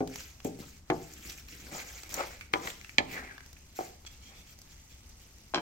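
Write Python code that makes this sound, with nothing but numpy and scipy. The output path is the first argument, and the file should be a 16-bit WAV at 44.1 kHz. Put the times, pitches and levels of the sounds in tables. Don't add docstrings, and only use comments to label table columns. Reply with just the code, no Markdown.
import sys
import numpy as np
from scipy import signal
from scipy.fft import rfft, irfft, next_fast_len
from scipy.io import wavfile
from scipy.ndimage import uniform_filter1d, minimum_filter1d

SR = 44100
rng = np.random.default_rng(int(sys.argv[2]) if len(sys.argv) > 2 else 0)


def inscribe(sig):
    pcm = np.round(np.clip(np.atleast_2d(sig).T, -1, 1) * 32767)
    wavfile.write(sys.argv[1], SR, pcm.astype(np.int16))


N = 247380

# (time [s], floor level [dB], wall level [dB], spoon level [dB], low-pass [Hz],
# high-pass [Hz], left minus right [dB], right lag [s], scatter gain [dB], pan pitch [ratio])
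BLOWS = [(0.005, -22.5, -33, -39, 726, 117, -2.5, 0.00026, -0.5, .95),
         (0.449, -25, -61, -48, 564, 124, -2.5, 0.0003, 0, 1.06),
         (0.9, -18, -22.5, -22, 1694, 158, 0.5, 0.00016, -2.5, 0.99),
         (2.5368, -21.5, -16.5, -13.5, 2620, 236, 1, 0.00042, -6, 1.022),
         (2.9829, -22.5, -20, -5, 7200, 91, -6, 0.00037, -6.5, 0.77),
         (3.7886, -21.5, -27.5, -40.5, 852, 620, -4.5, 0.00033, -7.5, 0.98)]
# (frequency [Hz], level [dB], T60 [s])
FLOOR_MODES = [(184, 3, 0.01), (431, 0.5, 0.012), (744, -2, 0.011), (160, -29, 0.16), (275, -23, 0.11),
               (365, -20, 0.075), (500, -21, 0.06), (650, -21, 0.05), (760, -21, 0.06), (1130, -26, 0.06)]
WALL_MODES = [(620, -16, 0.06), (925, 0.5, 0.022), (1138, 4, 0.017), (1550, 2.5, 0.011), (1950, -23, 0.065)]
SPOON_MODES = [(1745, -7, 0.048), (2050, 7.5, 0.0068), (2380, 8, 0.0076), (3167, 0.5, 0.014),
               (4250, 5.5, 0.0037), (5140, -10.5, 0.011), (6680, 4.5, 0.0019), (7560, -20, .007)]
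# (delay [s], gain [ratio])
REFLECTIONS = [(.0048, 0.046), (0.019, 0.63), (0.0239, 0.2)]
def knocks(thud_t60=0.12, clack_t60=0.052):
    out, echoes = np.zeros((2, 2, N))
    for s, floor_db, wall_db, wood_db, hard_hz, low_hz, side_db, lag, scatter_db, pan_pitch in BLOWS:
        parts = (FLOOR_MODES, floor_db, pan_pitch), (WALL_MODES, wall_db, pan_pitch)
        parts += ((SPOON_MODES, wood_db, 1),)
        blow = sum(amp(db) * ring(modes, hard_hz, low_hz, pitch) for modes, db, pitch in parts)
        blow = stereo(blow, lag)
        scatter = convolve(blow, diffuse_tail([(500, thud_t60), (2200, clack_t60)], size=9000))
        add(out, s, blow * amp([[side_db / 2], [-side_db / 2]]) + amp(scatter_db) * scatter)
    dull = cut(out, 1200, "low", order=3)
    for s, gain in REFLECTIONS:
        add(echoes, s, gain * dull)
    return out + echoes


# (time [s], level [dB], low-pass [Hz], high-pass [Hz])
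REBOUNDS = [(5.5374, -21.5, 1070, 620), (5.545, -14, 6300, 393), (5.558, -18.5, 3370, 149),
            (5.5751, -23.5, 1970, 170), (5.582, -24, 2900, 170)]
# (frequency [Hz], level [dB], T60 [s])
SURFACE_MODES = [(170, -15.5, 0.13), (345, -7.5, 0.052), (640, -5, 0.019), (804, -3, 0.014),
                 (1050, -2.5, 0.0088), (1600, -8.5, 0.024), (2430, -6, 0.011), (3200, -5.5, 0.018),
                 (4160, -2, 0.0077), (5450, 0.5, 0.0037), (7800, 3.5, 0.00096)]
def clatter(scatter_db=-2, scatter_t60=0.13):
    out = np.zeros((2, N))
    for s, db, hard_hz, low_hz in REBOUNDS:
        add(out, s, amp(db) * stereo(ring(SURFACE_MODES, hard_hz, low_hz), lag=0.00011))
    return out + amp(scatter_db) * convolve(out, diffuse_tail([(1, scatter_t60)], size=9000))


# (time of strongest slip [s], rise [s], fall [s], push [dB], rub [dB], rasp [dB])
STIRS = [(0.636, 0.031, 0.024, -47.5, -54.5, -72), (1.29, 0.11, 0.11, -56, -64, -63.5),
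         (1.551, 0.0078, 0.073, -55.5, -88, -64), (1.758, 0.061, 0.073, -52, -45, -51.5),
         (1.97, 0.078, .09, -85, -61.5, -58), (2.209, 0.042, 0.027, -47.5, -32, -37.5),
         (2.338, 0.032, 0.045, -88, -61.5, -52.5), (2.68, 0.061, 0.018, -49.5, -43, -45),
         (3.171, 0.079, 0.11, -49.5, -47.5, -45.5), (4.337, 0.074, 0.09, -66.5, -63, -60.5)]
# (frequency [Hz], level [dB])
PUSH_SPECTRUM = [(60, -20.5), (150, -1.5), (260, -3.5), (360, -7), (520, -13), (1000, -35)]
RUB_SPECTRUM = [(150, -38.5), (350, -5), (500, -2.5), (690, -3), (900, -13.5), (1300, -5.5), (3500, -51)]
RASP_SPECTRUM = [(400, -33), (1100, -13.5), (1700, -7), (2250, 0), (2800, -14), (4200, -14.5),
                 (7000, -21.5), (11000, -34.5)]
def scrapes(ring_db=-8, push_lead_s=0.033):
    push_gain, rub_gain, rasp_gain = np.zeros((3, N))
    for s, rise, fall, push_db, rub_db, rasp_db in STIRS:
        force = swell(s, rise, fall)
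        leaning = swell(s - push_lead_s, rise, fall)
        push_gain += amp(push_db) * leaning ** 0.94
        rub_gain += amp(rub_db) * force ** 1.39
        rasp_gain += amp(rasp_db) * force ** 0.97
    push = unit_rms(colour(stereo(clicks(350, 2.5)), PUSH_SPECTRUM))
    slips = stereo(clicks(700, 0.84))
    pan_ring = unit_rms(convolve(slips, ring(FLOOR_MODES, 2500, 1300)))
    rub = unit_rms(unit_rms(colour(slips, RUB_SPECTRUM)) + amp(ring_db) * pan_ring)
    shared, left, right = (clicks(1600, 2.7) for _ in range(3))
    grit = colour(stereo(shared, lag=0.000405) + np.array([left, right]), RASP_SPECTRUM)
    rasp = unit_rms(grit * flicker(3.2, 90))
    return push_gain * push + rub_gain * rub + rasp_gain * rasp


# (time [s], relative level [dB], treble setting [dB])
SMACKS = [(0.075, -32.5, -16.5), (0.158, -26.5, -16), (0.206, -33, -17), (0.403, -39.5, -24),
          (0.447, -31, 18), (0.902, -28.5, -21), (1.1367, -34.5, 7), (1.485, -52, 4), (2.034, -33, -16),
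          (2.0928, -33, -7), (2.1417, -18, 5), (2.533, -31, -5), (2.5362, -20, -26.5), (3.462, -40, -12),
          (3.53, -39, -10), (4.05, -42, -29), (4.589, -38, -6), (4.6168, -37.5, -6.5),
          (5.0936, -42.5, -3.5), (5.384, -45, -8)]
def smacks(gain_db=4, length_s=0.011):
    out = np.zeros((2, N))
    for s, db, treble_db in SMACKS:
        spectrum = [(300, -6), (1400, -7), (2250, -6.5), (3500, -7.5),
                    (6000, treble_db + 13), (10000, 1.13 * treble_db), (15000, 1.2 * treble_db)]
        add(out, s, amp(db + gain_db) * snap(length_s, spectrum, spray=0.18))
    return out


# (time [s], relative level [dB], length [s], rasp pitch [ratio])
EDGE_CATCHES = [(1.485, -42.5, 0.0075, 1.1), (1.524, -43, 0.048, 1.26), (2.41, -33, 0.029, 1.09),
                (2.654, -43, 0.009, 1.1), (2.673, -26.5, 0.012, 0.85), (2.702, -30.5, 0.011, 1.56),
                (2.754, -42, 0.007, 1.4), (2.813, -36.5, 0.004, 1.1), (2.846, -35, 0.009, 1.14),
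                (2.894, -35, 0.0086, 1.1), (3.38, -38, 0.007, 0.73), (3.406, -40, 0.0068, 0.83),
                (3.567, -47, 0.022, 1.1)]
def catches(gain_db=3):
    out = np.zeros((2, N))
    for s, db, length, pitch in EDGE_CATCHES:
        spectrum = [(hz * pitch, level) for hz, level in RASP_SPECTRUM]
        add(out, s, amp(db + gain_db) * snap(length, spectrum, spray=0.99))
    return out


# (time [s], resonance [Hz], level [dB])
POCKET_GLIDE = [(3.07, 2450, -69), (3.095, 2380, -52), (3.135, 2130, -46), (3.18, 1760, -39),
                (3.215, 1800, -53.5), (3.275, 2050, -53), (3.315, 1585, -49), (3.361, 1550, -80)]
def squelch(width_hz=520, stereo_spread=0.56):
    t = np.arange(N) / SR
    s, hz, db = np.transpose(POCKET_GLIDE)
    shared, left, right = (clicks(1500, 1.5) for _ in range(3))
    slips = stereo(shared, lag=0.00039) + stereo_spread * np.array([left, right])
    pitch = np.interp(t, s, hz) * flicker(0.35, 70)
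    pocket = resonate(resonate(slips, pitch, width_hz), pitch, width_hz)
    return amp(np.interp(t, s, db, -np.inf, -np.inf)) * unit_rms(pocket)


# (time [s], rise [s], hold [s], drying time [s], level [dB])
FLARE_UPS = [(0.064, 0.075, 0.083, .07, -49), (0.442, 0.0033, 0.034, .02, -50.5),
             (0.576, 0.025, 0.04, .12, -53.5), (0.914, 0.024, 0.24, .1, -55.5),
             (1.216, 0.051, 0.046, .035, -47.5), (1.365, .015, 0.022, .012, -52),
             (1.475, .01, 0.25, .05, -54.5), (1.708, 0.028, 0.078, .05, -45.5),
             (1.842, 0.043, 0.11, .13, -51.5), (2.095, 0.0074, .13, .11, -47.5),
             (2.528, 0.0055, 0.11, .02, -55), (2.61, 0.05, 0.046, .03, -47),
             (2.752, 0.0288, 0.15, .03, -60.5), (3.072, 0.044, 0.029, .05, -48.5),
             (3.747, 0.016, 0.084, .04, -48.5)]
# (time [s], half length [s], ring [dB], fizz [dB], vent pitch [ratio])
STEAM_PUFFS = [(1.609, 0.011, -55, -62, 0.99), (4.071, 0.0082, -44.5, -54, 1.01),
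               (4.131, 0.022, -63, -62, 1.12), (4.234, 0.013, -56.5, -68, 0.94),
               (4.281, 0.03, -55.5, -64, .98), (4.385, 0.043, -59.5, -59.5, 1.05),
               (4.503, 0.041, -62, -57.5, .98), (4.717, 0.028, -62.5, -59, .98),
               (4.924, 0.034, -64, -63, 1.02), (5.222, 0.033, -69, -67, 0.97)]
# (frequency [Hz], level [dB], T60 [s])
VENT_MODES = [(2420, -4, 0.026), (3320, 1, 0.019), (4490, -1, 0.012), (5780, 3.5, 0.007), (7410, 5, 0.009)]
# (frequency [Hz], level [dB])
SIMMER_SPECTRUM = [(700, 1.5), (1500, -7), (2200, -1.5), (3800, -4.5), (6200, 1.5), (8300, -3.5),
                   (10200, -14.5), (12500, -10.5), (16000, -16.5)]
FIZZ_SPECTRUM = [(700, -17), (2150, -1), (3700, -7), (6300, -2.5), (7500, -3.5), (10000, -16.5),
                 (12500, -10), (15500, -13.5)]
# (time [s], half length [s], gain [dB])
SIZZLE_DIPS = [(0.835, 0.043, -8), (1.453, 0.014, -1.5), (2.095, 0.01, -4), (2.5, 0.033, -7),
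               (3.98, 0.012, -1.5)]
def frying(simmer_db=-60.5):
    t = np.arange(N) / SR
    fizz_gain, vents = np.zeros(N), np.zeros((2, N))
    for s, rise, hold, drying, db in FLARE_UPS:
        wetting = np.clip((t - s) / rise, 0, 1)
        fizz_gain += amp(db) * wetting * np.exp(-np.maximum(t - s - rise - hold, 0) / drying)
    spit = bubbles(9000, 2, cycles=1)
    for s, half_length, vent_db, fizz_db, pitch in STEAM_PUFFS:
        steam = plateau(s, half_length)
        fizz_gain += amp(fizz_db) * steam
        hollow = convolve(spit, ring(VENT_MODES, 8500, 2300, pitch, size=2000))
        vents += amp(vent_db) * steam * unit_rms(hollow)
    simmer = colour(bubbles(14000, 2.9, cycles=1.5), SIMMER_SPECTRUM)
    simmer = unit_rms(clustered(simmer, 1.4) * flicker(1, 20))
    fizz = colour(bubbles(14000, 3, cycles=2.5), FIZZ_SPECTRUM)
    fizz = unit_rms(clustered(fizz, 2.8) * flicker(1.5, 70))
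    lull = amp(sum(db * plateau(s, half_length) for s, half_length, db in SIZZLE_DIPS))
    return lull * (amp(simmer_db) * simmer + fizz_gain * fizz) + vents


def bubbles(per_s, spread_db, cycles, pitches=20):
    t, out = np.arange(200) / SR, np.zeros((2, N))
    for hz in np.geomspace(1300, 15500, pitches):
        phase = rng.uniform(-2.93, 2.82, (2, 1))
        burst = hz * np.exp(-hz * t / cycles) * np.cos(2 * np.pi * hz * t + phase)
        out += signal.oaconvolve(clicks(per_s / pitches, spread_db)[None], burst, axes=1)[:, :N]
    return unit_rms(out)


def clustered(x, depth_db, size=8):
    spectra = signal.stft(x, nperseg=256)[2]
    noise = rng.standard_normal(spectra.shape[1:])
    patches = unit_rms(uniform_filter1d(uniform_filter1d(noise, size, axis=0), size, axis=1))
    return signal.istft(spectra * amp(depth_db * patches), nperseg=256)[1][:, :N]


# (frequency [Hz], level [dB])
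RUMBLE_SPECTRUM = [(20, -12.5), (65, -3), (115, -14), (300, -23.5), (470, -32), (800, -32), (1500, -39.5),
                   (3000, -59)]
def rumble(level_db=-55.5, stereo_spread=0.062):
    air = stereo(rng.standard_normal(N)) + stereo_spread * rng.standard_normal((2, N))
    return amp(level_db) * unit_rms(colour(air, RUMBLE_SPECTRUM))


def ring(modes, hard_hz, low_hz, pitch=1, size=22000):
    t = np.arange(size) / SR
    sagging = pitch * t * (1 - 0.3 * t)
    x = sum((-1) ** k * amp(db - 60 * t / t60) * np.sin(2 * np.pi * hz * sagging)
            for k, (hz, db, t60) in enumerate(modes))
    x = cut(cut(x, hard_hz, "low"), low_hz, "high")
    x = cut(x, 7800, "low", order=6)
    return x / abs(x).max()


def snap(length, spectrum, spray, size=3000):
    t = np.arange(size) / SR
    impulse = stereo(1. * (t == 0), lag=0.00005)
    noise = rng.standard_normal((2, size)) * np.exp(-np.log(30) * t / length)
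    x = colour(impulse + spray * noise, spectrum)
    return x / abs(x).max()


def diffuse_tail(t60s, size=30000, spacing=12):
    taps = np.zeros((2, size))
    at = np.arange(5 * spacing, size - spacing, spacing)
    at = at + rng.integers(0, spacing, (2, len(at)))
    np.put_along_axis(taps, at, rng.choice([-1., 1.], at.shape), 1)
    hz, t, spectra = signal.stft(taps, SR, nperseg=256)
    coherence = (1 / (1 + (hz / 900) ** 2))[:, None]
    spectra[1] = coherence * spectra[0] + np.sqrt(1 - coherence ** 2) * spectra[1]
    out = signal.istft(spectra * amp(-60 * t / curve(t60s, hz)[:, None]), SR, nperseg=256)[1]
    return out / np.linalg.norm(out[0])


def clicks(per_s, spread_db):
    impulses = (rng.random(N) < per_s / SR) * rng.choice([-1, 1], N)
    return impulses * amp(spread_db * np.minimum(rng.exponential(1, N), 4.5))


def flicker(depth_db, per_s):
    return amp(depth_db * np.interp(np.arange(N) * per_s / SR, np.arange(2000), rng.standard_normal(2000)))


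def swell(s, rise, fall):
    t = np.arange(N) / SR - s
    return np.exp(-np.minimum(np.maximum(-t / rise, t / fall), 40))


def plateau(s, half_length):
    return np.exp(-np.minimum(((np.arange(N) / SR - s) / half_length) ** 4, 40))


def resonate(x, hz, width_hz):
    carrier = np.exp(2j * np.pi * np.cumsum(hz) / SR)
    pole = np.exp(-np.pi * width_hz / SR)
    return 2 * (carrier * signal.lfilter([1 - pole], [1, -pole], x / carrier)).real


def stereo(x, lag=0.00024):
    x = np.ravel(x)
    size = next_fast_len(len(x) + 100)
    delay = np.exp(-2j * np.pi * lag * np.fft.rfftfreq(size, 1 / SR))
    return np.array([x, irfft(rfft(x, size) * delay, size)[:len(x)]])


def colour(x, spectrum, size=4096):
    db = curve(spectrum, abs(np.fft.fftfreq(size, 1 / SR)))
    log_gain = np.log(amp(np.maximum(db, -100)))
    response = np.fft.ifft(np.exp(np.conj(signal.hilbert(log_gain)))).real
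    return convolve(x, response[:size // 2])


def cut(x, hz, kind, order=2):
    return signal.sosfilt(signal.butter(order, hz, kind, fs=SR, output="sos"), x)


def convolve(x, response):
    return signal.fftconvolve(np.atleast_2d(x), np.atleast_2d(response), axes=1)[:, :x.shape[-1]]


def add(mix, s, sound):
    part = mix[:, round(s * SR):][:, :sound.shape[-1]]
    part += sound[..., :part.shape[1]]


def curve(points, hz):
    frequency, value = np.transpose(points)
    return np.interp(np.log(hz + 1), np.log(frequency + 1), value)


def unit_rms(x):
    return x / np.sqrt(np.mean(x ** 2) + 1e-20)


def amp(db):
    return 10 ** (np.asarray(db) / 20)


# (frequency [Hz], T60 [s])
KITCHEN_DECAY = [(100, 0.74), (400, 0.35), (1500, 0.47), (5000, 0.41), (14000, 0.084)]
def scene(bass_room_db=-9, room_db=-22, food_room_db=-11):
    spoon = knocks() + clatter() + scrapes()
    food = smacks() + catches() + frying() + squelch()
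    to_room = amp(bass_room_db) * cut(spoon, 916, "low") + amp(room_db) * spoon + amp(food_room_db) * food
    return spoon + food + convolve(to_room, diffuse_tail(KITCHEN_DECAY)) + rumble()


def limit(x, ceiling=0.92, size=61):
    gain = 1 / np.maximum(abs(x).max(0) / ceiling, 1)
    return x * uniform_filter1d(minimum_filter1d(gain, 2 * size), size)


# (frequency [Hz], left minus right [dB])
PORT_BALANCE = [(100, 1.5), (380, 1.1), (700, 2), (1290, 8), (2380, -3), (4400, -2.5), (8100, -1),
                (11000, 9.5), (15000, 13.5)]
def record(dry):
    side_db = curve(PORT_BALANCE, np.fft.rfftfreq(2 * N, 1 / SR))
    coloured = irfft(rfft(dry, 2 * N) * amp(np.array([side_db, -side_db]) / 2))[:, :N]
    low_pass = signal.firwin(401, 16100, window=("kaiser", 8), fs=SR)
    return signal.oaconvolve(limit(coloured), low_pass[None], "same")


dry = scene()
out = record(dry)
inscribe(out)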